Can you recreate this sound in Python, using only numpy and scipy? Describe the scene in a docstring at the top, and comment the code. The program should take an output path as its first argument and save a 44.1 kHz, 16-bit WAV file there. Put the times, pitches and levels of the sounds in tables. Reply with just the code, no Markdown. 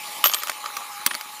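"""Coins drop into a small motor-driven machine of plastic toy bricks, close to the microphone.
Each knock rings the struck spot, the brick walls and the hollow body, with a crack of noise.
The coins ring briefly as clusters of high dying sines; low dying sines make the jolts of the machine.
A wavering motor tone and the whirr of gears, dense ticks over hiss, run throughout."""
import sys
import numpy as np
from scipy import signal
from scipy.fft import rfft, irfft
from scipy.io import wavfile
from scipy.ndimage import uniform_filter1d

SR = 44100
rng = np.random.default_rng(int(sys.argv[2]) if len(sys.argv) > 2 else 0)


def convert_level_to_amplitude(level_db):
    """Map a level in decibels to its linear amplitude factor."""
    exponent = np.asarray(level_db, float) / 20
    return 10 ** exponent


def inscribe(sig):
    """Save sig as 16-bit PCM at rate SR to the path in sys.argv[1].

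    A 1-D sig is mono; a 2-D sig holds one channel per row.
    Samples are clipped to [-1, 1] before scaling.
    """
    pcm = np.round(np.clip(np.atleast_2d(sig).T, -1, 1) * 32767)
    wavfile.write(sys.argv[1], SR, pcm.astype(np.int16))


N = 61739  # samples, 1.4 s


def evened(x):
    """Scales a signal to rms 1."""
    return x / np.sqrt(np.mean(x ** 2) + 1e-20)


def read(points, hz):
    """Reads a spectrum in dB between its points on a log frequency axis."""
    f, value = np.transpose(points)
    return np.interp(np.log(hz + 1), np.log(f + 1), value)


def curve(table, index):
    """Draws one column of a time table as a value for every sample."""
    table = np.array(table)
    return np.interp(np.arange(N) / SR, table[:, 0], table[:, index])


def add(mix, s, sound):
    """Mixes a sound in at time s, cut off at the end of the mix."""
    part = mix[round(s * SR):][:len(sound)]
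    part += sound[:len(part)]


def ring(modes, t, extra_db, detune=1):
    """Struck resonances: a sum of sines, each falling 60 dB in its own t60."""
    hz, db, t60 = np.transpose(modes)[:, :, None]
    decay = convert_level_to_amplitude(db + extra_db - 60 * t / t60)
    return (decay * np.sin(2 * np.pi * hz * detune * t)).sum(0)


def resonance(hz, centre_hz, width_hz):
    """A resonance peak of height 1, half as high at the edges of its width."""
    return 1 / (1 + (2 * (hz - centre_hz) / width_hz) ** 2)


def gear_drive():
    """Gear teeth meshing: dense random ticks over steady hiss."""
    ticks_per_s, tick_spread_db, tick_share = 2500, 2, 0.42  # the share is of the power
    strength = convert_level_to_amplitude(tick_spread_db * np.minimum(rng.exponential(1, N), 5))
    struck = rng.random(N) < ticks_per_s / SR
    ticks = strength * struck * rng.choice([-1, 1], N)
    hiss = rng.standard_normal(N)
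    return np.sqrt(tick_share) * evened(ticks) + np.sqrt(1 - tick_share) * hiss


def whirr():
    """Gear ticks and hiss, coloured by the resonances of the housing and of its hollow."""
    # whirr loudness: (time [s], level [dB], hollow part [dB])
    levels = [(0.0, -37, -44), (0.112, -35, -43.5), (0.314, -36.5, -47), (0.552, -39.5, -43),
              (0.724, -38.5, -41.5), (0.954, -39.5, -44.5), (1.4, -40, -47.5)]
    # whirr spectrum: (frequency [Hz], relative level [dB])
    colour = [(24, -81), (40, -58), (98, -61), (129, -21), (198, -20.5), (430, -19), (724, -16.5),
              (820, -8.5), (960, -10), (1190, -33.5), (1820, -16.5), (2460, -13.5), (7020, -15),
              (7950, -19), (13400, -16.5), (15600, -21.5)]
    # housing resonances: (frequency [Hz], width [Hz], boost [dB])
    housing = [(2240, 870, 7), (3060, 160, 4.5), (4000, 830, 4.5), (7020, 430, 5), (9730, 860, 8),
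               (13900, 1100, 3)]
    hollow_hz, hollow_width_hz = 1177, 232
    top_hz, patchy_db = 15350, 2.5

    hz, _, z = signal.stft(gear_drive(), SR, nperseg=1024, noverlap=768)
    # smooth random patches over pitch and time make the whirr uneven
    patches = rng.standard_normal(z.shape[::-1]).T
    patches = uniform_filter1d(uniform_filter1d(patches, 14, 0), 10, 1)
    z = z * convert_level_to_amplitude(patchy_db * evened(patches)) * (hz < top_hz)[:, None]

    def coloured(gain):
        """Shapes the spectrum by a gain and returns it as sound of rms 1."""
        sound = signal.istft(z * gain[:, None], SR, nperseg=1024, noverlap=768)[1]
        return evened(sound[:N])

    boost_db = sum(db * resonance(hz, f, width) for f, width, db in housing)
    shell = coloured(convert_level_to_amplitude(read(colour, hz) + boost_db))
    hollow = coloured(resonance(hz, hollow_hz, hollow_width_hz))
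    return convert_level_to_amplitude(curve(levels, index=1)) * shell + convert_level_to_amplitude(curve(levels, index=2)) * hollow


def whine():
    """A tone of wavering level, with a faint octave, follows the motor speed."""
    # motor whine: (time [s], frequency [Hz], level before the waver [dB])
    whine_path = [(0.0, 852, -42.5), (0.08, 827, -43), (0.15, 847, -44), (0.21, 850, -44.5),
                  (0.25, 815, -41), (0.33, 835, -58), (0.375, 845, -45), (0.435, 825, -50),
                  (0.52, 863, -51.5), (0.6, 834, -43), (0.69, 844, -45), (0.77, 812, -44.5),
                  (0.875, 838, -46), (0.96, 812, -42.5), (1.05, 850, -45), (1.1, 835, -50.5),
                  (1.2, 858, -46), (1.29, 830, -50), (1.34, 846, -45.5), (1.4, 850, -49)]
    waver_db, octave_db = 1.5, -13
    waver = evened(uniform_filter1d(uniform_filter1d(rng.standard_normal(N), 700), 700))
    phase = 2 * np.pi * np.cumsum(curve(whine_path, index=1)) / SR
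    tone = np.sin(phase) + convert_level_to_amplitude(octave_db) * np.sin(2 * phase)
    level = convert_level_to_amplitude(curve(whine_path, index=2) + waver_db * waver)
    return np.sqrt(2) * level * tone  # a sine of peak sqrt(2) has rms 1


def room(x):
    """A short tail of sparse reflections of random sign, dying exponentially."""
    level_db, t60_s = -12.5, 0.041
    taps, at = np.zeros(8000), np.arange(100, 7900, 20)
    signs = rng.choice([-1., 1.], len(at))
    taps[at + rng.integers(0, 20, len(at))] = signs * convert_level_to_amplitude(-60 * at / SR / t60_s)
    return convert_level_to_amplitude(level_db) * signal.fftconvolve(x, taps / np.linalg.norm(taps))[:N]


def thuds():
    """The whole machine jolts and rings in its low modes."""
    # jolts: (time [s], level [dB])
    jolts = [(0.241, -42.5), (0.257, -43), (.494, -52), (1.062, -35.5), (1.112, -47), (1.146, -45),
             (1.256, -51.5)]
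    # low modes of the machine: (frequency [Hz], relative level [dB], t60 [s])
    frame = [(217, 0.5, 0.074), (268.6, 7, 0.058), (362, -7, 0.19), (583, 4.5, 0.032)]
    rise_s = 0.0021
    out, t = np.zeros(N), np.arange(4096) / SR
    for s, db in jolts:
        add(out, s, ring(frame, t, db) * (1 - np.exp(-t / rise_s)))
    return out


def coin_rings(ratios, modes, rings, pitches):
    """A struck coin rings in its modes until the next contact damps it."""
    damp_s, attack_s = 0.003, 0.0007
    out, t = np.zeros(N), np.arange(SR // 4) / SR
    for (s, db, until), hz in zip(rings, pitches):
        tones = ring(np.c_[hz * np.array(ratios), modes], t, db)
        damping = np.exp(-np.maximum(t - (until - s), 0) / damp_s)
        add(out, s, tones * damping * np.minimum(t / attack_s, 1))
    return out


def small_coins():
    """Small coins: a long main mode in a cluster of weaker, faster-dying ones."""
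    # mode frequencies: (ratio to the main ring)
    ratios = [.94, 1.035, 1.077, 1.086, 1.14, 1.156, 1.195, 1]
    # modes in the same order: (relative level [dB], t60 [s])
    modes = [(-12, .05), (-12, .08), (-14, .1), (-13, .12), (-16, .2), (-18, .15), (-14, .1), (0, 2.0)]
    # rings: (time [s], level [dB], damped from [s])
    rings = [(.241, -19, .262), (.246, -13, .2492), (.254, -17, .2595), (.2605, -14, .264),
             (.266, -15, .2678), (.2688, -18, .277), (.28, -24, .296), (.298, -33, .326), (.345, -30, .403),
             (.437, -39, .458), (.768, -42, .78)]
    # main pitch of each ring: (frequency [Hz])
    pitches = [12985, 12870, 12870, 12765, 12628, 12830, 12624, 12800, 12768, 12770, 12770]
    return coin_rings(ratios, modes, rings, pitches)


def large_coins():
    """Large coins: a single, lower mode of slow decay."""
    # mode frequency: (ratio to the main ring)
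    ratios = [1]
    # mode: (relative level [dB], t60 [s])
    modes = [(0, 3.0)]
    # rings: (time [s], level [dB], damped from [s])
    rings = [(1.084, -36, 1.176), (1.0655, -26, 1.071), (1.21, -49, 1.25)]
    # main pitch of each ring: (frequency [Hz])
    pitches = [9448, 9270, 9430]
    return coin_rings(ratios, modes, rings, pitches)


def crack(t, level_db, treble_db):
    """The crack of contact: a coloured noise burst that dies within milliseconds."""
    # crack spectrum: (frequency [Hz], relative level [dB])
    crack_colour = [(1500, 10.5), (3000, 7.5), (5000, 9.5), (7000, 8.5), (9000, 2.5), (11000, 4.5),
                    (13500, 11.5), (15500, -0.5)]
    t60_s, treble_hz = 0.011, 8300
    hz = np.fft.rfftfreq(len(t), 1 / SR)
    shelf_db = treble_db / (1 + (treble_hz / (hz + 1)) ** 4)
    noise = rfft(rng.choice([-1., 1.], len(t)))
    return irfft(noise * convert_level_to_amplitude(read(crack_colour, hz) + shelf_db)) * convert_level_to_amplitude(level_db - 60 * t / t60_s)


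def knocks():
    """Each blow rings the struck spot, the walls and the hollow body, with a short crack of noise."""
    # coin on brick: (time [s], relative level [dB], struck spot [Hz], hollow body [dB],
    # crack [dB], crack treble [dB])
    blows = [(0.2402, -4, 1308, 6.5, -16, -18), (0.2411, -1, 2940, -2.5, -14.5, 3.5),
             (0.2422, -9, 3150, -1.5, -7.5, 15.5), (0.248, -41, 3300, -1, 7, 3),
             (0.252, -15.5, 3940, 11, 3.5, -12), (0.2557, -14, 6000, 9, -19, -6),
             (0.2574, -8.5, 3200, -4, -5, -17), (0.2591, -10, 6600, 3, 3.5, -15),
             (0.2672, -17, 3380, -10, -3, -4), (0.2704, -11.5, 3320, -12, -5, 9),
             (0.2812, -20, 3060, -4, 0, -9), (0.292, -26, 5630, 3, 0, -11),
             (0.297, -17.5, 3400, 0, 0.5, -16), (0.3026, -27, 3450, -14, -7, -7),
             (0.316, -19.5, 6460, 7, -4.5, -2), (0.327, -18, 1250, -6, -7, -12),
             (0.3367, -9, 3110, -8, -5, -10), (0.3365, -9.5, 6620, -22, -8, -8),
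             (0.3447, -11.5, 3370, -6, -0.5, -3.5), (0.3459, -9.5, 8660, -16, -16, -16),
             (0.3497, -24, 3280, 13, 2, -7), (0.364, -31, 1840, 15, -15, -5),
             (0.368, -22, 1840, 3, -6, -15), (0.3857, -27.5, 3300, 11.5, 1.5, -5),
             (0.4014, -25, 3360, -5, -12, -4), (0.4206, -34, 2070, 14, 12, -28),
             (0.424, -28, 1880, 10, 2, -13), (0.4341, -19, 7630, 11.5, -1.5, 2.5),
             (0.4388, -32, 3460, 16, -13, 0), (0.4716, -24, 2700, 16, 2.5, -2),
             (0.4828, -23.5, 6800, 5, 2, -10), (0.487, -28, 3000, 0, -1, 0),
             (0.4941, -26, 2570, 8.5, -15, -6), (0.495, -23.5, 1600, 21.5, -21, -11),
             (0.4963, -11.5, 1286, -18, -1.5, -10), (0.498, -15.5, 7030, -9, -4.5, -1.5),
             (0.517, -32.5, 1900, -3, 10.5, -9), (0.6415, -25, 1180, 13.5, -11, 1),
             (0.658, -17, 1170, 5.5, -14, -17), (0.6604, -24, 2420, 15, 2.5, -17),
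             (0.702, -35, 1790, 22, -17, -8), (0.7674, -18, 2400, -1, -3.5, 0),
             (0.77, -14, 1160, -0.5, -8, -4), (0.808, -26, 1290, 12.5, -20, -3),
             (0.817, -24, 1140, 0, -20, -3), (1.0628, -5.5, 2110, -4, -4, -2.5),
             (1.0631, -6.5, 8020, -23, -9, -4), (1.0642, -7, 1090, -21, -28, 0),
             (1.0634, -11.5, 1830, -24, -18, 0), (1.064, -13.5, 4500, -2, -11.5, 15),
             (1.0643, -9.5, 9270, -39, -11, 19), (1.0667, -23, 9270, -6, -6, -3),
             (1.0735, -16, 3350, 6.5, -8, -8), (1.0767, -29, 1080, -6, -17, -6),
             (1.1085, -19, 2600, 4, -14, -17), (1.1114, -14, 1810, -11, -6, -20),
             (1.1129, -15, 1030, -6, -20, -7), (1.115, -20.5, 2960, 3, -17, -10),
             (1.1356, -23.5, 3330, 8, -7, -13), (1.1439, -24.5, 4500, 3, 4, -17),
             (1.1504, -23, 2020, 9, 1.5, -1), (1.1504, -17, 4530, -0.5, -17, -1),
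             (1.2103, -25, 2150, -4, -3.5, -1), (1.2109, -19.5, 4730, -8, -4.5, -13)]
    # brick walls: (frequency [Hz], relative level [dB], t60 [s])
    brick = [(2195, -0.5, 0.015), (2616, -6, 0.034), (3150, 0, 0.026), (3450, -15, 0.081), (4500, 0, 0.019),
             (5510, 2.5, 0.0063), (6420, -1, 0.012), (8500, 10, 0.0038), (9500, -5, 0.0076)]
    # hollow machine body: (frequency [Hz], relative level [dB], t60 [s])
    hollow_body = [(573, -23, 0.048), (1073, -26, 0.14), (1238, -2, 0.016), (1305, -9, 0.021),
                   (1790, -25, 0.069)]
    knock_db, walls_db, off_colour_db = -4, -7, -10
    colour_octaves, detune = 0.43, 0.012  # detune: relative spread of the mode frequencies
    spot_t60_s, contact_s, body_rise_s = 0.014, 0.00015, 0.0026
    thin = signal.butter(2, 800, "high", fs=SR, output="sos")  # the struck face sounds only above about 800 Hz

    out, t = np.zeros(N), np.arange(4096) / SR
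    wall_hz = np.transpose(brick)[0][:, None]
    for s, db, spot_hz, body_db, crack_db, treble_db in blows:
        # walls tuned near the struck spot answer loudest
        octaves_off = np.log2(wall_hz / spot_hz)
        nearness = np.exp(-.5 * (octaves_off / colour_octaves) ** 2)
        lean_db = walls_db + off_colour_db * (1 - nearness)
        wall_shift = 1 + detune * rng.standard_normal((len(brick), 1))
        body_shift = 1 + detune * rng.standard_normal((len(hollow_body), 1))

        walls = ring(brick, t, lean_db, wall_shift)
        spot = ring([(spot_hz, 0, spot_t60_s)], t, 0)
        body = ring(hollow_body, t, body_db, body_shift) * (1 - np.exp(-t / body_rise_s))
        face = (1 - np.exp(-t / contact_s)) * (spot + walls + crack(t, crack_db, treble_db))
        add(out, s, convert_level_to_amplitude(db + knock_db) * (signal.sosfilt(thin, face) + body))
    return out


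def scene():
    """Coins and knocks with their reflections over the running motor."""
    drops = knocks() + thuds() + small_coins() + large_coins()
    return (drops + room(drops) + whine() + whirr())[None]


def top_cut(x):
    """Nothing passes above the cut-off."""
    return signal.sosfilt(signal.butter(12, 16470, fs=SR, output="sos"), x)


def record(dry):
    """Microphone bass cut, clipping at full scale, then a band limit."""
    low_cut_hz, edge_hz = 140, 15750
    bass_cut = signal.butter(4, low_cut_hz, "high", fs=SR, output="sos")
    clipped = np.clip(signal.sosfilt(bass_cut, dry), -1, 1)
    band_limit = signal.firwin(201, edge_hz, window=("kaiser", 8), fs=SR)[None]
    mix = signal.oaconvolve(clipped, band_limit, "same")
    return top_cut(mix)


dry = scene()
out = record(dry)
inscribe(out)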